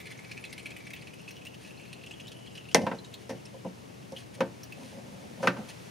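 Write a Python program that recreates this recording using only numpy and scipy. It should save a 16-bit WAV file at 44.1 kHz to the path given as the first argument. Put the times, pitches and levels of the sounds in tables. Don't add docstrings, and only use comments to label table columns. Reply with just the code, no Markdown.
import sys
import numpy as np
from scipy import signal
from scipy.fft import rfft, irfft
from scipy.io import wavfile
from scipy.ndimage import uniform_filter1d

SR = 44100
rng = np.random.default_rng(int(sys.argv[2]) if len(sys.argv) > 2 else 0)


def output_pcm(signal):
    pcm = np.clip(np.atleast_2d(signal).T, -1, 1) * 32767
    wavfile.write(sys.argv[1], SR, np.round(pcm).astype(np.int16))


N = 260190

# frequency in Hz, relative level in dB.
RUMBLE_TONE = [(20, -23), (45, -47), (70, -7), (120, -1.5), (190, -2), (240, -5), (400, -7), (600, -11),
               (1200, -23), (2500, -69)]
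HISS_TONE = [(700, 7), (1400, 4), (2300, 6), (4000, 1), (6300, 0), (7900, -6), (9200, -3.5), (12000, -9.5),
             (15000, -17)]
# time in seconds, level in dB.
HISS_LEVELS = [(0, -54.5), (1.4, -56.5), (4.5, -55.5), (5.9, -51.5)]
# pitch in Hz, level in dB.
HUM_NOTES = [(122, -59), (186, -65.5)]
# frequency in Hz, boost of the left ear in dB.
LEFT_BOOST = [(80, 1), (200, 3.5), (500, 4.5), (1000, 5), (2000, 1), (5000, -1)]
# frequency in Hz, likeness (1 same, -1 opposite).
FAR_LIKENESS = [(30, -1.5), (80, 0.4), (180, 0.44), (280, -0.17), (450, -0.48), (1100, -0.65), (2000, 0.17),
                (4000, 0.6), (12000, 0.56)]
NEAR_LIKENESS = [(30, .5), (150, 0.87), (500, 0.95), (1200, 0.78), (3000, 0.79), (12000, 0.73)]
# frequency in Hz, seconds to fade by 60 dB.
ECHO_FADES = [(100, 0.3), (400, 0.18), (1000, 0.73), (3000, 0.23), (7000, 0.087), (15000, 0.043)]
# start in seconds, level in dB, length in seconds.
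GLOVE_SCUFFS = [(1.54, -57, 0.22), (3.17, -61, .089), (4.154, -54.5, 0.09), (4.327, -53, 0.041),
                (4.68, -58.5, 0.37), (5.386, -50, 0.14), (5.67, -50, 0.056)]
PAN_SLIDES = [(2.771, -34, 0.075), (4.374, -43, .04), (4.77, -45, 0.064), (4.916, -44.5, 0.053),
              (5.038, -50.5, 0.26), (5.371, -45.5, .08), (5.523, -39.5, 0.083)]
# pitch in Hz, relative level in dB, seconds to fade by 60 dB.
PAN_NOTES = [(124.8, -8, 0.22), (182.2, -3, 0.25), (207, -4.5, 0.2), (231, -5, 0.19), (261.8, -9, 0.25),
             (285.3, -9.5, 0.34), (356.5, -9, 0.33), (456.7, -4.5, 0.22), (485, -3.5, 0.048),
             (531.5, 4, 0.13), (575.6, -10, 0.24), (663, -4, 0.14), (764, -14, 0.21), (805, -21, .11),
             (944, -16, 0.092), (992, 1, 0.052), (1322, -2, 0.04), (1534, -1, 0.06), (1567, -10, 0.15),
             (1800, -7.5, 0.15), (2080, -13, 0.066), (2200, -24, 0.085), (2700, -9.5, 0.16),
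             (2670, -31, 0.059)]
# frequency in Hz, relative level in dB.
THUD_TONE = [(50, -33), (120, -18.5), (180, -1.5), (260, -4), (330, -16), (400, -8), (500, -0.5),
             (620, -7.5), (950, -5.5), (1200, -28), (2500, -68)]
CLACK_TONE = [(600, -13.5), (900, 0.5), (1100, -3.5), (1800, -3), (2700, -2.5), (3400, -10.5), (4500, -13),
              (9000, -38)]
SNAP_TONE = [(2000, -14), (3400, -0.5), (4200, -4), (5800, 4), (7200, -7), (8600, -8.5), (9700, -7),
             (12500, -15), (15500, -28)]
# start in seconds, overall gain, clack gain and snap gain in dB,
# clack pitch in Hz, boom gain in dB, boom pitch in Hz, rise time in seconds.
PAN_KNOCKS = [(2.7456, -1, -8.5, -8.5, 2070, -5.5, 443, 0.00056),
              (2.865, -12.5, -8.5, -35, 990, -3.5, 190, 0.0039),
              (2.914, -15.5, -11.5, -43, 1380, -4, 475, .00081),
              (3.293, -22, -11.5, -14.5, 2000, 5.5, 500, 0.016),
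              (3.541, -39.5, -32, -25, 900, 11.5, 544, 0.0022),
              (3.649, -25.5, -19, -40, 950, 8.5, 171, .00075),
              (4.121, -26.5, -35, -19, 900, 0.5, 536, .0013),
              (4.4053, -12.5, -5.5, -23.5, 955, 5.5, 530, 0.0017),
              (5.428, -14.5, -9.5, -23.5, 1300, 5, 566, 0.015),
              (5.4717, -13.5, 5, -16.5, 1340, 3.5, 165, 0.0013),
              (5.565, -36.5, 3.5, -25, 895, 4, 295, .008), (5.692, -36, -13, -15, 2300, -13, 125, .0035)]
# frequency in Hz, relative level in dB.
SPRAY_TONE = [(900, -47), (1600, 4.5), (3000, 6), (5000, 3.5), (6500, 1.5), (7800, -6), (9200, 3.5),
              (11500, -8), (15500, -16)]
# time in seconds, base level in dB, pitch in Hz.
STREAM = [(0, -57.5, 2195), (1.02, -59, 2280), (1.25, -62, 2800), (1.95, -60, 2686), (2.3, -59.5, 2980),
          (2.68, -59.5, 2750), (2.95, -69, 2970), (5.9, -82, 2600)]
# start in seconds, gain in dB, splash pitch in Hz, spray gain in dB.
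BIG_DRIPS = [(0.054, -47, 2260, -8), (0.068, -46, 2160, -6.5), (0.111, -46.5, 2060, -5.5),
             (0.312, -42.5, 2410, -6), (0.374, -44, 2370, -14), (0.438, -46, 2540, -4.5),
             (0.578, -45, 2350, -5), (0.656, -40.5, 2440, -9), (0.714, -49, 2410, -13),
             (0.763, -45.5, 2330, -8), (0.865, -48.5, 2220, -6), (0.903, -46.5, 2290, -8),
             (0.933, -42.5, 2280, -6.5), (0.961, -48, 2390, -9), (1.02, -49, 2270, -10),
             (1.069, -49, 2540, -7), (1.276, -44.5, 2640, -9), (1.307, -55, 2560, 2),
             (1.366, -48, 2850, -26), (1.45, -45.5, 2580, -7.5), (1.465, -44.5, 2790, -9),
             (2.034, -47.5, 2730, -13), (2.064, -50, 2810, -13), (2.108, -44.5, 2820, -10.5),
             (2.196, -46.5, 2920, -17), (2.279, -49, 3700, -7), (2.572, -47, 2720, -11),
             (2.711, -48.5, 3030, -6), (2.986, -52.5, 4040, -20), (3.044, -53.5, 3820, -3),
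             (3.138, -43.5, 3650, -9.5), (3.452, -53, 5470, -3), (4.162, -43, 3090, -10),
             (4.631, -49.5, 5700, -3), (4.721, -48, 2610, -8)]

TIME = np.arange(N) / SR
RING = np.arange(SR // 2) / SR


def amp(db):
    return 10 ** (np.asarray(db) / 20)


def evened(x):
    return x / np.sqrt(np.mean(x ** 2) + 1e-20)


def unit(x):
    return evened(x) * np.sqrt(SR / 100 / x.shape[-1])


def look_up(table, hz):
    row_hz, value = np.transpose(table)
    return np.interp(np.log(hz + 1), np.log(row_hz + 1), value)


def curves(rows):
    times, *columns = np.transpose(rows)
    return [np.interp(TIME, times, column) for column in columns]


def add(mix, start, sound):
    part = mix[..., max(round(start * SR), 0):][..., :sound.shape[-1]]
    part += sound[..., :part.shape[-1]]


def colour(x, tone):
    size = x.shape[-1]
    return irfft(rfft(x) * amp(look_up(tone, np.fft.rfftfreq(size, 1 / SR))), size)


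def noise(tone, size, likeness=NEAR_LIKENESS):
    shared, apart = rfft(rng.standard_normal((2, size)))
    same = np.clip(look_up(likeness, np.fft.rfftfreq(size, 1 / SR)), -1, 1)
    shared, apart = shared * np.sqrt(1 + same), apart * np.sqrt(1 - same)
    ears = irfft(np.array([shared + apart, shared - apart]), size)
    return evened(colour(ears, tone))


def resonate(x, hz, width_hz):
    turn = np.exp(2j * np.pi * np.cumsum(hz * np.ones(x.shape[-1])) / SR)
    feedback = np.exp(-np.pi * abs(width_hz) / SR)
    return 2 * (turn * signal.lfilter([1 - feedback], [1, -feedback], x / turn + 1e-18)).real


def dying(fade_s, rise_s):
    return (1 - np.exp(-RING / max(rise_s, 1e-5))) * np.exp(-np.log(1000) * RING / fade_s)


def background(rumble_db=-51, waver_hz=3):
    hum = 0
    for hz, db in HUM_NOTES:
        drift = waver_hz * evened(uniform_filter1d(rng.standard_normal(N), 3000))
        hum = hum + amp(db) * evened(np.sin(2 * np.pi * np.cumsum(hz + drift) / SR))
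    rumble = amp(rumble_db) * noise(RUMBLE_TONE, N, FAR_LIKENESS)
    hiss = amp(curves(HISS_LEVELS)[0]) * noise(HISS_TONE, N, FAR_LIKENESS)
    left, right = rumble + hiss
    return np.array([colour(left, LEFT_BOOST), right]) + hum


def garage_echo(x):
    hz, t, bands = signal.stft(noise([(100, -17), (16000, -6.0)], len(RING)), SR, nperseg=256)
    fade = np.exp(-np.log(1000) * t / look_up(ECHO_FADES, hz)[:, None])
    tail = signal.istft(bands * fade, SR, nperseg=256)[1][:, :len(RING)]
    tail = tail * (1 - np.exp(-RING / 0.004))
    return signal.oaconvolve(x, tail / np.linalg.norm(tail[0]), axes=1)[:, :N]


def with_car_echo(x, echo_db=-7):
    bounces = noise([(100, 7), (16000, -9)], len(RING)) * dying(0.038, 0.0049)
    bounces = bounces / np.linalg.norm(bounces[0])
    return x + amp(echo_db) * signal.oaconvolve(x[None], bounces, axes=1)[:, :N]


def glove_scuff(db, length_s, grains_per_s=3000):
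    size = int(max(length_s, .02) * SR)
    grains = rng.standard_normal(len(RING)) * (rng.random(len(RING)) < grains_per_s / SR)
    grains = evened(colour(grains, SPRAY_TONE))[:size]
    return amp(db) * grains * np.hanning(len(grains))


def pan_rub(grip_spread_db=3, rise_s=0.012, release_s=0.034):
    push = 0
    for start, db, length in PAN_SLIDES:
        build_up = np.clip((TIME - start) / rise_s, 0, 1)
        die_away = np.exp(-np.maximum(TIME - start - length, 0) / release_s)
        push = push + amp(db) * build_up * die_away
    grip = amp(grip_spread_db * evened(uniform_filter1d(rng.standard_normal(N), 900)))
    scrape = noise(THUD_TONE, N) * grip
    hollow = 2.8 * resonate(scrape, 535, 38) + 2.8 * resonate(scrape, 210, 69)
    hollow += 9 * resonate(scrape, 106, 52)
    return push * evened(scrape + hollow)


def pan_knock(db, clack_db, snap_db, clack_hz, boom_db, boom_hz, rise_s):
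    boom, ping = 0, 0
    for hz, note_db, fade_s in PAN_NOTES:
        phase = 2 * np.pi * rng.random() + 0.22 * rng.standard_normal((2, 1))
        detune = 1 + 0.0066 * rng.standard_normal()
        note = amp(note_db) * np.sin(2 * np.pi * hz * detune * RING + phase)
        if hz < 1150:
            swell_s = rise_s + 1.0 / hz
            boom = boom + note * dying(fade_s, swell_s) * amp(8 / (1 + ((hz - boom_hz) / 45) ** 2))
        else:
            ping = ping + note * dying(fade_s, rise_s) / (1 + ((hz - clack_hz) / 480) ** 2)
    thud = noise(THUD_TONE, len(RING)) * dying(0.13, rise_s + 0.0013)
    walls = noise(CLACK_TONE, len(RING))
    walls += 1.5 * evened(resonate(walls, clack_hz, 400))
    walls *= dying(0.032, rise_s + 0.0006) + 0.5 * dying(0.12, rise_s)
    snap = noise(SNAP_TONE, len(RING))
    snap *= dying(0.0081, rise_s / 2) + 0.34 * dying(0.065, rise_s) + 0.013 * dying(0.58, rise_s)
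    bottom = amp(boom_db - 13) * unit(boom) + amp(-15) * unit(thud)
    clack = amp(-10) * unit(walls) + amp(-17) * unit(ping)
    return amp(db) * (bottom + amp(clack_db) * clack + amp(snap_db - 8.5) * unit(snap))


def bubble(hz, cycles, glide=0.0266):
    turns = hz * RING[:SR // 40]
    age = turns / max(cycles, 1)
    note = np.sin(2 * np.pi * turns * (1 + glide * np.minimum(age, 4)))
    return note * (1 - np.exp(-4 * age)) * np.exp(-age)


def froth(hz, length_s, count=7):
    out = np.zeros(SR // 10)
    starts = rng.gamma(2, .5, count) * length_s
    pitches = hz * np.exp(.14 * rng.standard_normal(count))
    gains = amp(3.5 * rng.standard_normal(count))
    for start, pitch, gain in zip(starts, pitches, gains):
        add(out, start, gain * bubble(min(pitch, SR / 3), cycles=10.5))
    return unit(out)


def drip(db, hz, spray_db, spatter_s=.0056, spray_ratio=1.75):
    length_s = max(spatter_s * np.exp(.2 * rng.standard_normal()), .0015)
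    spray_hz = hz * spray_ratio * np.exp(0.202 * rng.standard_normal())
    t = RING[:SR // 10]
    swell = (t / length_s) ** 1.4 * np.exp(-2 * t / length_s)
    pops = rng.standard_normal(len(t)) * (rng.random(len(t)) < 3500 / SR) * swell
    splash = unit(resonate(resonate(pops, hz, 440), hz, 2030))
    plink = np.zeros(len(t))
    add(plink, length_s * 0.296, bubble(hz * .96, cycles=9.6))
    stray = froth(7500 * np.exp(0.38 * rng.standard_normal()), length_s * 1.6)
    spray = amp(-2) * froth(spray_hz, length_s) + amp(-7) * stray
    spray += amp(-0.6) * unit(colour(pops, SPRAY_TONE))
    return amp(db) * (amp(-3) * splash + amp(-3) * unit(plink) + amp(spray_db) * spray)


def droplets(per_s=15, jitter=0.28, boost_db=6.5, spread_db=2.5, pitch_spread=0.068):
    out = np.zeros(N)
    times, stream_db, stream_hz = np.transpose(STREAM)
    for k, (late, size, pitch, wet) in enumerate(rng.standard_normal((int(per_s * N / SR), 4))):
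        start = max((k + jitter * late) / per_s, 0)
        db = np.interp(start, times, stream_db) + boost_db + spread_db * size
        hz = np.interp(start, times, stream_hz) * np.exp(pitch_spread * pitch)
        add(out, start, drip(db, hz, spray_db=-6.5 + 5 * wet))
    return out


def dribble(pops_per_s=330, spray_db=-11, fizz_db=-7, clumps_per_s=1.2):
    db, hz = curves(STREAM)
    pops = (rng.random(N) < pops_per_s / SR) * rng.choice([-1, 1], N)
    pops = pops * amp(5 * np.minimum(rng.exponential(1, N), 3))
    fizz = 0
    for pitch in np.geomspace(3500, 14000, 24):
        clumps = (rng.random(N) < clumps_per_s / SR) * amp(3.4 * np.minimum(rng.exponential(1, N), 2.5))
        bubbles = signal.oaconvolve(clumps, froth(pitch, 0.0054))[:N]
        fizz = fizz + amp(look_up(SPRAY_TONE, pitch) / 2) * bubbles
    burble = evened(resonate(resonate(pops, hz, 250), hz, 1000))
    spray = evened(colour(pops, SPRAY_TONE))
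    return amp(db - 2.5) * (burble + amp(spray_db) * spray + amp(fizz_db) * evened(fizz))


def scene():
    fluid = dribble() + droplets()
    glove, pan = np.zeros(N), np.zeros((2, N))
    for start, *row in BIG_DRIPS:
        add(fluid, start, drip(*row))
    for start, *row in GLOVE_SCUFFS:
        add(glove, start, glove_scuff(*row))
    for start, *row in PAN_KNOCKS:
        add(pan, start, pan_knock(*row))
    bass_cut = signal.butter(N=2, Wn=110, btype="high", fs=SR, output="sos")
    pan = signal.sosfilt(bass_cut, pan) + pan_rub()
    under_car = with_car_echo(fluid + glove)
    echo = garage_echo(amp(-15) * under_car + amp(-25.5) * pan)
    return under_car + pan + echo + background()


def record(dry):
    treble_cut = signal.firwin(511, 15750, window=("kaiser", 9), fs=SR)
    return signal.oaconvolve(dry, treble_cut[None], "same")


dry = scene()
out = record(dry)
output_pcm(out)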